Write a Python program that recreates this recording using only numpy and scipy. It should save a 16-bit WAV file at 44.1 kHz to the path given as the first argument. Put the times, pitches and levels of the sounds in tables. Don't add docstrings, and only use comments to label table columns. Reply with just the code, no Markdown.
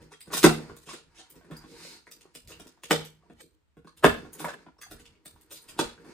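import sys
import numpy as np
from scipy import signal
from scipy.fft import rfft, irfft
from scipy.io import wavfile
from scipy.ndimage import uniform_filter1d

SR = 44100
rng = np.random.default_rng(int(sys.argv[2]) if len(sys.argv) > 2 else 0)


def undo_db(level):
    steps = np.asarray(level, float) / 20
    return 10 ** steps


def put_to_file(sound):
    columns = np.atleast_2d(sound).T
    safe = np.clip(columns, -1, 1)
    whole_steps = np.round(safe * 32767)
    wavfile.write(sys.argv[1], SR, whole_steps.astype(np.int16))


N = 270333

# [t/s, crack level/dB, then over the crack: box drum/dB, flaps/dB, sizzle/dB]
SNAPS = [
    (.336, -30.5, -11.5, -7.5, -1),
    (0.37, -27, -41, -11, 5),
    (.4305, -17.5, -24, -35, -6),
    (0.4411, -17.5, 3, 3, 0.5),
    (2.909, -22, -6.5, -6, -5),
    (4.0425, -25.5, 3, 10.5, 2),
    (4.392, -45.5, -14, -23, -2),
    (4.4447, -46.5, 3.5, 10.5, 12),
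    (4.484, -40.5, -25, 4.5, -25),
    (5.7903, -23, -11, -9, -12),
]
TEARING = (0, 2, 6)
CREEPING = (0, 6)
# [t/s, crack level/dB, cardboard over crack/dB, sizzle over crack/dB]
TICKS = [(0.1211, -50, -3.5, -27), (0.2075, -43, -30, 1.5), (0.7663, -50.5, -7, 8),
         (1.303, -55.5, -14.5, 11.5), (1.5678, -53.5, -12, 7), (2.0728, -59.5, 1, -24),
         (2.1153, -44, -19, 3), (2.210, -49, -21, -11), (2.351, -41.5, -11.5, -1.5),
         (2.475, -46.5, -33, -2), (2.5177, -50, -6.5, -18), (2.599, -44, -6.5, -6),
         (2.670, -48.5, -10, -2.5), (2.836, -38, -13, -4.5), (3.051, -42.5, -39, -1.5),
         (3.411, -49.5, -44, 2), (3.8723, -53.5, -7.5, -24), (3.974, -49.5, -24.5, -2.5),
         (4.332, -52, -31, 17), (4.7866, -61, -2, -14), (4.816, -45.5, -20, 6.5), (4.912, -48, 2, 3.5),
         (4.994, -52.5, -9, 1), (5.0559, -50.5, -33, -38), (5.2585, -44.5, -10.5, 4),
         (5.4114, -59, -25, 7.5), (5.512, -44, -9.5, -2), (5.5232, -43, -14, 7), (5.6202, -70, -21, 24),
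         (5.689, -47.5, -10.5, -1.5)]
SCUFFING = (0, 21, 22, 26, 29)
# [t/s, box drum level/dB, flaps over drum/dB, crack over drum/dB]
KNOCKS = [(0.019, -55.5, -24, 3.5), (0.2721, -45, -12, -7), (0.303, -50, 0.5, -14),
          (0.697, -45.5, -2.5, -14), (1.3561, -47.5, -22.5, -5), (1.4112, -79, 20, -14),
          (1.445, -59.5, -3.5, 0.5), (1.5106, -41, -5.5, -8), (1.6388, -46.5, -6.5, -12.5),
          (2.2512, -75, -14, -19), (2.7786, -77.5, 11, 9), (3.2981, -47.5, -9, -16.5),
          (3.436, -56.5, -29.5, -26), (3.769, -47.5, -12, -17.5), (3.8463, -48, -10.5, -14),
          (4.2472, -50, 0.5, -7.5), (4.6641, -49.5, -3.5, -22.5), (5.3654, -68, -11.5, 3),
          (6.047, -59.5, 4.5, 4.5)]
# [t/s, crack level/dB, cardboard over crack/dB, sizzle over crack/dB, length/s]
SWISHES = [(0.327, -40, 3, -22, 0.03), (0.874, -40.5, -7, -24.5, 0.061), (0.901, -37, -14, -20, 0.0093),
           (0.9452, -38.5, -10, -38.5, 0.019), (1.164, -47, -20, -47, 0.0086),
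           (1.1933, -42, -7.5, -40.5, 0.011), (2.5036, -42, -5.5, 1, 0.011),
           (4.4118, -44.5, 7.5, 11, 0.0044), (5.563, -43, -23.5, 7, 0.01), (6.063, -67.5, 7.5, 2, 0.022),
           (6.102, -81, 0, 3, 0.02)]
# [f/Hz, level/dB, t60/s]
BOX = [(59, -12, 0.22), (122, -9, 0.051), (165, -3.5, 0.11), (230, -3, 0.11), (260.3, -1, 0.1),
       (326.5, 6.5, 0.039), (426.6, -3.5, 0.16), (450.2, -7.5, 0.057), (460, -3.5, 0.17),
       (507.6, -4, 0.084), (624, -9, 0.047), (650, -17, 0.018)]
# [f/Hz, level/dB, t60/s]
FLAPS = [(640, -1, .018), (830, -3, .015), (960, -4, .015), (1080, -1, .018), (1290, -3, .015),
         (1490, 0, .016), (1690, -4, .012), (1900, -6, .012), (2270, -7, .009), (2650, -10, .009),
         (2960, -10, .009), (3470, -11, .009), (4200, -15, .006), (4690, -17, .006)]
# [t/s, f/Hz, level/dB, t60/s]
SLAPS = [(.432, 1090, -33.5, 0.0088), (.441, 1660, -23.5, 0.016), (.452, 1030, -29, 0.012),
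         (.462, 839, -32, 0.076), (.492, 1270, -34.5, 0.017), (.505, 726, -35.5, 0.075),
         (.560, 695, -60.5, 0.04), (.620, 806, -57, 0.046), (2.907, 2190, -27.5, 0.02),
         (2.908, 3030, -28.5, 0.022), (2.909, 1620, -25.5, 0.016), (2.912, 486, -19.5, 0.017),
         (2.917, 3450, -37.5, 0.05), (2.922, 429.4, -22.5, 0.075), (2.931, 555, -35.5, 0.063),
         (2.942, 3440, -31.5, 0.032), (4.042, 2550, -32.5, 0.015), (4.042, 1600, -33.5, 0.023),
         (4.047, 1084, -28, 0.031), (4.070, 3450, -43.5, 0.051), (4.455, 960, -37, .025),
         (5.790, 916, -32, 0.049), (5.795, 498, -28, 0.034), (5.801, 1270, -39.5, .03),
         (5.811, 587, -36, 0.044)]
# [t/s, f/Hz, level/dB, t60/s]
PLUCKS = [(0.137, 3270, -57.5, 0.03), (0.697, 1240, -52, 0.0058), (0.886, 1170, -51, 0.049),
          (.914, 1050, -46.5, 0.037), (1.205, 750, -63.5, 0.12), (1.805, 1400, -57, 0.011),
          (1.850, 518, -49, 0.055), (2.069, 1875, -48, 0.038), (2.071, 1014, -62, 0.013),
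          (2.254, 1060, -58, 0.025), (2.353, 2750, -55.5, 0.019), (2.520, 2820, -48.5, 0.0096),
          (3.224, 1135, -71.5, 0.043), (3.235, 701, -66, 0.045), (3.260, 960, -73, .04),
          (3.301, 710, -62, 0.036), (3.41, 2350, -70, 0.02), (3.873, 1070, -55, 0.044),
          (3.875, 1627, -63.5, 0.034), (5.6, 930, -73, .029), (4.768, 874, -66, 0.024),
          (4.783, 5560, -61, 0.096), (4.787, 1052, -63.5, 0.017), (4.831, 1600, -53, 0.03),
          (4.864, 800, -57, 0.02), (4.992, 1940, -64, 0.018), (4.994, 3000, -67, 0.023),
          (5.056, 2740, -50.5, 0.0061), (5.154, 2880, -65, 0.007), (5.361, 948, -61.5, 0.016),
          (5.514, 1410, -57, 0.04), (5.978, 1610, -56.5, .008)]
# [t/s, f/Hz, level/dB, t60/s]
TAPS = [(.3355, 1100, -32.5, 0.016), (.343, 299, -38.5, 0.032), (.3705, 1902, -32.5, 0.0084),
        (0.469, 770, -27, 0.061), (.4415, 1603, -14.5, .008), (.4435, 384, -19.5, .03),
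        (.4935, 1483, -31, .006), (2.169, 291, -61, 0.042), (2.254, 373, -54, .04),
        (2.352, 474, -57, 0.038), (2.475, 4750, -55, .015), (2.506, 471, -52, .03), (2.520, 4200, -57, .03),
        (2.613, 290, -49.5, 0.056), (2.662, 300, -49.5, .04), (2.775, 919.5, -64, .015),
        (2.836, 1048, -50, .02), (2.9098, 1497, -18.5, 0.013), (2.9100, 2906, -19.5, 0.0089),
        (2.9118, 450, -21.5, 0.016), (2.9140, 2282, -21.5, 0.01), (4.0425, 2870, -20, 0.0056),
        (4.0438, 1089, -16, .008), (4.0455, 403, -16.5, 0.021), (4.404, 788, -44.5, 0.015),
        (4.413, 400, -42, 0.022), (4.4445, 950, -30, 0.0091), (4.449, 2224, -36, 0.01),
        (4.476, 650, -39.5, .015), (4.4843, 1560, -38, 0.013), (4.505, 1300, -44.5, 0.0091),
        (0.118, 910, -56, 0.021), (0.137, 1890, -53.5, .015), (.212, 2160, -56, 0.01),
        (4.053, 298, -21, 0.091), (0.455, 583, -31, 0.084), (0.891, 1106, -46.5, 0.042),
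        (0.909, 1170, -51, 0.026), (1.503, 302, -44.5, 0.069), (3.412, 8300, -52, 0.035),
        (3.4122, 4700, -59, 0.023), (4.664, 1003, -54, .025), (4.685, 990, -57, 0.039),
        (4.831, 1650, -66, .015), (4.913, 4320, -51, 0.015), (5.256, 1990, -55, 0.0094),
        (5.363, 1484, -64.5, .008), (5.791, 1040, -30.5, 0.011), (5.796, 347, -42, 0.022)]
# [t/s, f/Hz, level/dB, t60/s]
CRACKLES = [
    (.3698, 7500, -26, .003),
    (.3865, 5500, -32, .003),
    (3.4105, 7000, -43, .003),
    (4.399, 8200, -42, .006),
]
# [t/s, level/dB]
TINKLES = [
    (0.2137, -62.5),
    (1.567, -56.5),
    (2.1196, -60.5),
    (5.56, -62.5),
    (5.688, -62),
]
# [f/Hz, level/dB, t60/s]
BLADE = [(4850, 0, .035), (4740, -4, .03), (4900, -5, .03), (8600, -11, .03)]
# [t/s, level/dB]
CLINKS = [
    (4.814, -45),
    (4.82, -43),
    (4.831, -42),
    (4.841, -43.5),
]
# [f/Hz, level/dB, t60/s]
BUCKLE = [(1194, -8, 0.11), (1610, -5, .03), (1680, -0.5, 0.029), (2050, -2, 0.047), (3380, -6, 0.081),
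          (4515, -2, 0.036), (4830, -3, 0.089), (5560, -11, 0.058), (6180, 7, 0.032), (6660, 2, 0.037),
          (7500, -15.5, 0.033)]
# [t/s, hold/s, rub level/dB, box murmur level/dB]
STROKES = [(0.0, 0.0042, -54, -42), (0.355, 0.021, -45.5, -47), (0.478, 0.014, -49, -38.5),
           (0.578, 0.13, -55.5, -43), (0.954, 0.068, -65.5, -59), (1.155, 0.07, -61.5, -68.5),
           (1.35, 0.026, -67, -59), (1.519, 0.04, -53.5, -46), (1.744, 0.2, -56.5, -52.5),
           (2.175, 0.12, -73.5, -63), (2.547, 0.14, -63, -54.5), (2.987, 0.013, -50.5, -43),
           (3.239, 0.057, -74.5, -66), (3.366, 0.08, -101, -66), (3.54, 0.017, -86.5, -75),
           (3.892, 0.06, -92, -75), (4.087, 0.032, -47, -47), (4.188, 0.061, -60.5, -39.5),
           (4.414, 0.037, -47.5, -39.5), (4.582, 0.055, -67.5, -53), (4.95, 0.18, -70, -61),
           (5.281, 0.24, -70.5, -64.5), (5.559, 0.12, -70, -64.5), (5.799, 0.045, -48.5, -43),
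           (6.065, 0.033, -54, -44)]
# [f/Hz, level/dB per Hz]
RUB_COLOUR = [(350, -33), (600, -6.5), (923, 8), (1030, 1), (1600, 1), (2290, -2.5), (3660, -13),
              (4330, -2.5), (5840, -7), (10500, -16.5), (13600, -47), (22000, -120)]
# [f/Hz, level/dB against the last point kept]
RUB_TOP = [(10500, -11), (13000, -3), (16000, -11)]
# [t/s, level/dB]
SCRAPE = [
    (1.64, -85),
    (1.674, -61.5),
    (1.746, -58),
    (1.804, -53),
    (1.836, -49.5),
    (1.932, -55.5),
    (2.028, -78),
    (2.058, -85.5),
    (2.07, -59),
]
# [f/Hz, level/dB per Hz]
SCRAPE_COLOUR = [(710, -41), (1200, -16), (1950, -13), (2100, -5.5), (2300, -6.5), (3300, -11.5), (4190, 0),
                 (5180, -3), (8350, -10.5), (10800, -11.5), (14000, -47), (22000, -120)]
# [f/Hz, level/dB]
MURMUR = [(150, 0), (300, 0), (450, -7), (800, -4)]
# [t/s, lower tone level/dB, upper tone level/dB]
HUMS = [
    (0.02, -53.5, -71),
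    (0.332, -44.5, -60),
    (0.444, -22, -24),
    (0.864, -53.5, -57.5),
    (1.512, -46.5, -50),
    (2.913, -32, -47.5),
    (3.301, -67.5, -62),
    (4.046, -42.5, -32),
    (4.919, -73, -57),
    (5.795, -57.5, -44),
]
# [f/Hz, t60/s]
CAVITY = [(156, 0.47), (231, 0.39)]
# [f/Hz, t60/s]
GARAGE_T60 = [(60, 0.3), (160, 0.042), (420, 0.27), (1100, 0.24), (2910, 0.3), (7680, 0.24)]
# [f/Hz, level/dB]
GARAGE_WET = [(60, -13.5), (250, -11), (1000, -10.5), (2000, -3.5), (3100, -3), (4200, 1), (6500, 2),
              (12000, -4)]
# [f/Hz, likeness 0-1]
LIKENESS = [(60, 0.8), (250, 0.12), (500, 0.5), (1000, 0.4), (4000, 0), (8000, 0.1), (12000, 0.5)]
# [f/Hz, level/dB per Hz]
AIR = [(18, -51.5), (30, -25), (53, -1.5), (75, -8), (112, -18.5), (684, -41), (1600, -41.5), (7270, -43.5),
       (10800, -55.5), (16000, -48.5)]
# [t/s, level/dB]
JOLTS = [(0.0, -49.5), (0.48, -32.5), (0.719, -50), (0.89, -58), (1.07, -57), (1.4, -65), (1.62, -54.5),
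         (1.77, -62), (1.96, -68.5), (2.471, -47), (2.599, -56), (2.95, -45), (3.149, -62.5),
         (3.361, -57.5), (3.809, -63), (4.08, -33.5), (4.249, -55), (4.81, -66), (4.931, -45.5),
         (5.099, -57.5), (5.339, -57), (5.511, -64), (5.7, -56.5), (5.85, -41.5)]
# [f/Hz, level/dB]
LEFT_PORT = [(25, -2), (80, -2), (250, -1), (600, 0), (1500, 1), (4000, -0.5), (12000, 0)]
# [f/Hz, lag/samples]
PORT_LAG = [(80, 10), (200, 13), (500, 7), (1200, 2), (4000, 2), (6000, 0)]
# [f/Hz, level/dB]
MIC = [(20, -9), (100, -1), (1000, 7.5), (4000, 2), (6000, -4), (9000, 3), (10800, -1.5), (13000, 0.5),
       (16000, 1.5)]
# [f/Hz, frame-to-frame wander/Hz]
GAP_EDGES = [(10950, 180), (12250, 200), (15150, 380)]

SNAP_HUMPS_DB, TICK_HUMPS_DB = 1.5, 3.5
STROKE_RISE_DB_S, STROKE_FALL_DB_S = 213.5, 167


def snaps():
    rows = [(*row, .008 if k in TEARING else .0045) for k, row in enumerate(SNAPS)]
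    return blows(rows, gain_db=4.3, drum_db=7.2, flap_db=1.8, sizzle_db=0.93, lead_db=-14.0, lead_s=0.0066,
                 spike=8.5, humps_db=SNAP_HUMPS_DB, drum_top_hz=2000, soft=CREEPING)


def ticks():
    rows = [(s, db, card, card, top, .008 if k in SCUFFING else .0013)
            for k, (s, db, card, top) in enumerate(TICKS)]
    return blows(rows, gain_db=-.6, drum_db=-0.43, flap_db=-2.0, sizzle_db=-0.47, lead_db=-14.0, lead_s=0.0033,
                 spike=0.92, humps_db=TICK_HUMPS_DB, drum_top_hz=980, soft=SCUFFING)


def knocks():
    sizzle_over_crack_db, contact_s = -5.5, .009
    rows = [(s, db + crack, -crack, flap - crack, sizzle_over_crack_db, contact_s)
            for s, db, flap, crack in KNOCKS]
    return blows(rows, gain_db=-0.81, drum_db=-0.26, flap_db=-1.15, sizzle_db=0, lead_db=-18.0, lead_s=0.0068,
                 spike=15.0, humps_db=TICK_HUMPS_DB, drum_top_hz=260)


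def swishes():
    rows = [(s, db, card, card, top, length) for s, db, card, top, length in SWISHES]
    return blows(rows, gain_db=-4.0, drum_db=-6.5, flap_db=-9.0, sizzle_db=-7.0, lead_db=-0.93, lead_s=0.048,
                 spike=0, humps_db=TICK_HUMPS_DB, drum_top_hz=900)


def blows(events, gain_db, drum_db, flap_db, sizzle_db, lead_db, lead_s, spike, humps_db, drum_top_hz, soft=()):
    out, t = np.zeros(N), np.arange(-768, 3328) / SR
    for k, (s, db, box, flap, top, length) in enumerate(events):
        grit = rng.standard_normal(len(t))
        grit = grit * undo_db(5.3 * rng.standard_normal(len(t) // 32).repeat(32))
        creep_db, creep_s = (-5, .007) if k in soft else (lead_db, lead_s)
        lead = undo_db(creep_db) * np.exp(np.minimum(t, 0) / creep_s)
        chatter = np.exp(-t / np.clip(length, .0005, .04))
        contact = grit * np.where(t < 0, lead, chatter)
        contact, strap = even(contact + spike * (t == 0) * (k not in soft), humps_db)
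        s = max(s + t[0], 0)
        crack = band(band(strap, 1900, 18000), 1800, 7500)
        sizzle = band(band(strap, 7300, 17500), 6500, 19000)
        add(out, crack, s, db + gain_db)
        add(out, -sizzle, s, db + top + sizzle_db)
        flaps = ring(FLAPS, 2.5, .015, size=2000)
        add(out, signal.fftconvolve(contact, flaps), s, db + flap + flap_db)
        drum = signal.fftconvolve(contact, ring(BOX, 1.5, .012, size=12000))
        add(out, band(drum, 25, drum_top_hz), s, db + box + drum_db)
    return out


def even(x, humps_db):
    spectrum = rfft(x)
    flat = spectrum / np.sqrt(uniform_filter1d(np.abs(spectrum) ** 2, size=60))
    humps = rng.standard_normal(len(flat) // 64 + 1).repeat(64)
    humps = uniform_filter1d(humps, size=64)[:len(flat)]
    return irfft(flat, len(x)), irfft(flat * undo_db(humps_db * humps), len(x))


def ring(modes, scatter_db, detune, size=26000):
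    hz, db, t60 = np.array(modes, float).T[:, :, None]
    chance = rng.standard_normal((2, len(modes), 1))
    t = np.arange(size) / SR
    sign = (-1.) ** np.arange(len(modes))[:, None]
    strength = sign * undo_db(db + scatter_db * chance[0])
    fade = np.exp(-np.log(1000) * t / t60)
    return (strength * fade * np.sin(2 * np.pi * hz * (1 + detune * chance[1]) * t)).sum(0)


def plucks():
    out, t = np.zeros(N), np.arange(200) / SR
    for s, hz, db, t60 in PLUCKS + SLAPS:
        touch = rng.standard_normal(200) * np.exp(-t / .0012)
        panel = ring([(hz, 0, t60)], 0, 0, size=6000)
        add(out, signal.fftconvolve(touch, panel), s, db)
    return out


def taps():
    out, t = np.zeros(N), np.arange(3000) / SR
    for s, hz, db, t60 in TAPS + CRACKLES:
        thud = np.exp(-np.log(1000) * t / t60) * np.sin(2 * np.pi * hz * t)
        add(out, band(thud, hz / 2, hz * 4), s, db)
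    return out


def blade():
    out = np.zeros(N)
    for s, db in TINKLES:
        add(out, ring(BLADE, .7, .003, size=8000), s, db + 12.0)
    for s, db in CLINKS:
        add(out, ring(BUCKLE, 2.5, .006, size=8000), s, db)
    return out


def hands():
    grains = rng.standard_normal((2, N))
    grains = grains * undo_db(2.2 * np.minimum(rng.exponential(1, (2, N)), 5))
    rub = unit(colour(grains[0], with_top(RUB_COLOUR))) * flicker(30, 2.5)
    scrape = unit(colour(grains[1], with_top(SCRAPE_COLOUR))) * flicker(40, 1.2)
    palms = rng.standard_normal(N) * flicker(30, 3.0)
    murmur = unit(signal.fftconvolve(palms, ring(BOX[1:], 0.77, 0.0016))[:N])
    murmur = unit(colour(murmur, MURMUR))
    s, hold, rub_db, murmur_db = np.array(STROKES).T
    rub = rub * swells(s, hold, rub_db - 13.5, STROKE_RISE_DB_S, STROKE_FALL_DB_S)
    murmur = murmur * swells(s, hold, murmur_db - 10.5, STROKE_RISE_DB_S, STROKE_FALL_DB_S)
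    return rub + murmur + scrape * curve(SCRAPE, axis=1) * undo_db(-7.5)


def with_top(points):
    return points[:-2] + [(hz, db + points[-3][1]) for hz, db in RUB_TOP]


def hum(swell_s=0.0095):
    out, t = np.zeros(N), np.arange(30000) / SR
    for s, *levels in HUMS:
        for (hz, t60), db in zip(CAVITY, levels):
            tone = ring([(hz, 0, t60)], 0, 0.0051, size=len(t))
            add(out, tone * (1 - np.exp(-t / swell_s)), s, db - 5.0)
    return out


def garage(x, rise_s=0.0035):
    t, tail = np.arange(SR // 2) / SR, 0
    for hz in 50 * 2 ** np.arange(0, 8.5, 1 / 3):
        echoes = spread(hz, len(t)) * np.exp(-np.log(1000) * t / on_hz(GARAGE_T60, hz))
        tail = tail + undo_db(on_hz(GARAGE_WET, hz)) * unit(echoes) * np.sqrt(hz / SR / len(t))
    tail = tail * (1 - np.exp(-t / rise_s))
    grain = undo_db(3.0 * rng.standard_normal(len(t) // 150).repeat(150))
    pair = np.array([[1, 1.0], [1, -1.06]]) / np.sqrt(2)
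    spectrum = rfft(pair @ (tail * grain))
    power = np.abs(spectrum) ** 2
    levelling = np.sqrt(uniform_filter1d(power, size=600) / uniform_filter1d(power, size=60))
    tail = pair @ irfft(spectrum * levelling, len(t))
    return signal.fftconvolve(x[None], tail, axes=1)[:, :N]


def spread(hz, size):
    like = np.clip(on_hz(LIKENESS, hz), 0, 1)
    mid, side = band(rng.standard_normal((2, size)), hz / 2 ** (1 / 6), hz * 2 ** (1 / 6))
    return np.sqrt(1 + like) * mid + np.sqrt(1 - like) * side * np.array([[1], [-1]])


def air():
    tone = rng.standard_normal(N) + 4.3 * rng.standard_normal((2, N))
    tone = unit(colour(tone, AIR)) * undo_db(-73)
    deep = unit(band(rng.standard_normal(N) + 0.073 * rng.standard_normal((2, N)), 22, 83))
    s, db = np.array(JOLTS).T
    hold_s = np.full(len(s), 0.0081)
    return tone + deep * swells(s, hold_s, db - 6.5, rise_db_s=298.5, fall_db_s=146)


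def on_hz(table, hz):
    t = np.array(table, float)
    return np.interp(np.log(np.maximum(hz, 1)), np.log(t[:, 0]), t[:, 1])


def unit(x):
    return x / np.sqrt(np.mean(x ** 2))


def colour(x, table):
    size = x.shape[-1]
    hz = np.arange(size // 2 + 1) * SR / size
    return irfft(rfft(x) * undo_db(on_hz(table, hz)), size)


def band(x, lo_hz, hi_hz):
    sos = signal.butter(2, [lo_hz, min(hi_hz, .45 * SR)], "band", fs=SR, output="sos")
    return signal.sosfilt(sos, x)


def curve(rows, axis):
    t = np.array(rows)
    return undo_db(np.interp(np.arange(N) / SR, t[:, 0], t[:, axis], left=-120, right=-120))


def flicker(rate_hz, spread_db):
    k = int(SR / rate_hz)
    steps = np.repeat(rng.standard_normal(N // k + 1), k)
    return undo_db(spread_db * unit(uniform_filter1d(steps, k)[:N]))


def swells(starts, holds, levels_db, rise_db_s, fall_db_s):
    out, t = np.zeros(N), np.arange(N) / SR
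    for s, hold, db in zip(starts, holds, levels_db):
        rise = rise_db_s * np.maximum(s - t, 0)
        fall = fall_db_s * np.maximum(t - s - hold, 0)
        out += undo_db(db - rise - fall)
    return out


def add(out, x, s, db):
    i = int(s * SR)
    out[i:i + len(x)] += (x * undo_db(db) / np.abs(x).max())[:N - i]


def scene():
    near = snaps() + ticks() + knocks() + swishes() + plucks() + hands()
    steel, tap = blade(), taps()
    direct = (near + steel + tap) * undo_db(-2.0)
    to_walls = near + steel * undo_db(-6.5) + tap * undo_db(-9)
    left, right = direct + garage(to_walls) * undo_db(1.5) + hum() + air()
    hz = np.arange(N // 2 + 1) * SR / N
    lag = np.exp(-2j * np.pi * hz * on_hz(PORT_LAG, hz) / SR)
    right = irfft(rfft(right) * lag, N)
    return np.array([colour(left, LEFT_PORT), right]) * undo_db(4.0)


def thin_treble(x):
    hz, _, frames = signal.stft(x, SR, nperseg=2048, noverlap=1536)
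    count = frames.shape[-1]
    wander = rng.standard_normal((count // 4 + 1, 3)).repeat(4, axis=0)[:count].T
    low, high, top = (edge + width * np.clip(w, -2.5, 1.2) * sense
                      for (edge, width), w, sense in zip(GAP_EDGES, wander, (1, -1, 1)))
    holes = rng.random((len(hz) // 24 + 1, count // 4 + 1)) < .05
    holes = holes.repeat(24, axis=0).repeat(4, axis=1)[:len(hz), :count]
    hz = hz[:, None]
    empty = (hz > low) & (hz < high) | (hz > top) | holes & (hz > 9800)
    frames = frames * np.where(empty, undo_db(-45), 1)
    hollow = signal.istft(frames, SR, nperseg=2048, noverlap=1536)[1][:, :N]
    power = uniform_filter1d(band(x.mean(0), 6000, 16000) ** 2, size=128) + 1e-12
    before = np.roll(uniform_filter1d(power, size=1024), 700)
    jump = power > before * undo_db(2 * 14)
    attack = uniform_filter1d(1. * jump, size=256) > .1
    kept = colour(x - hollow, [(16300, 0), (16800, -25)])
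    return hollow + kept * uniform_filter1d(1. * attack, size=64) * undo_db(-6)


def low_pass(x):
    return signal.sosfilt(signal.butter(12, 16790, fs=SR, output="sos"), x)


def record(dry):
    x = colour(dry, MIC)
    x = .99 * x / (1 + x ** 6) ** (1 / 6)
    return low_pass(thin_treble(x))


dry = scene()
out = record(dry)
put_to_file(out)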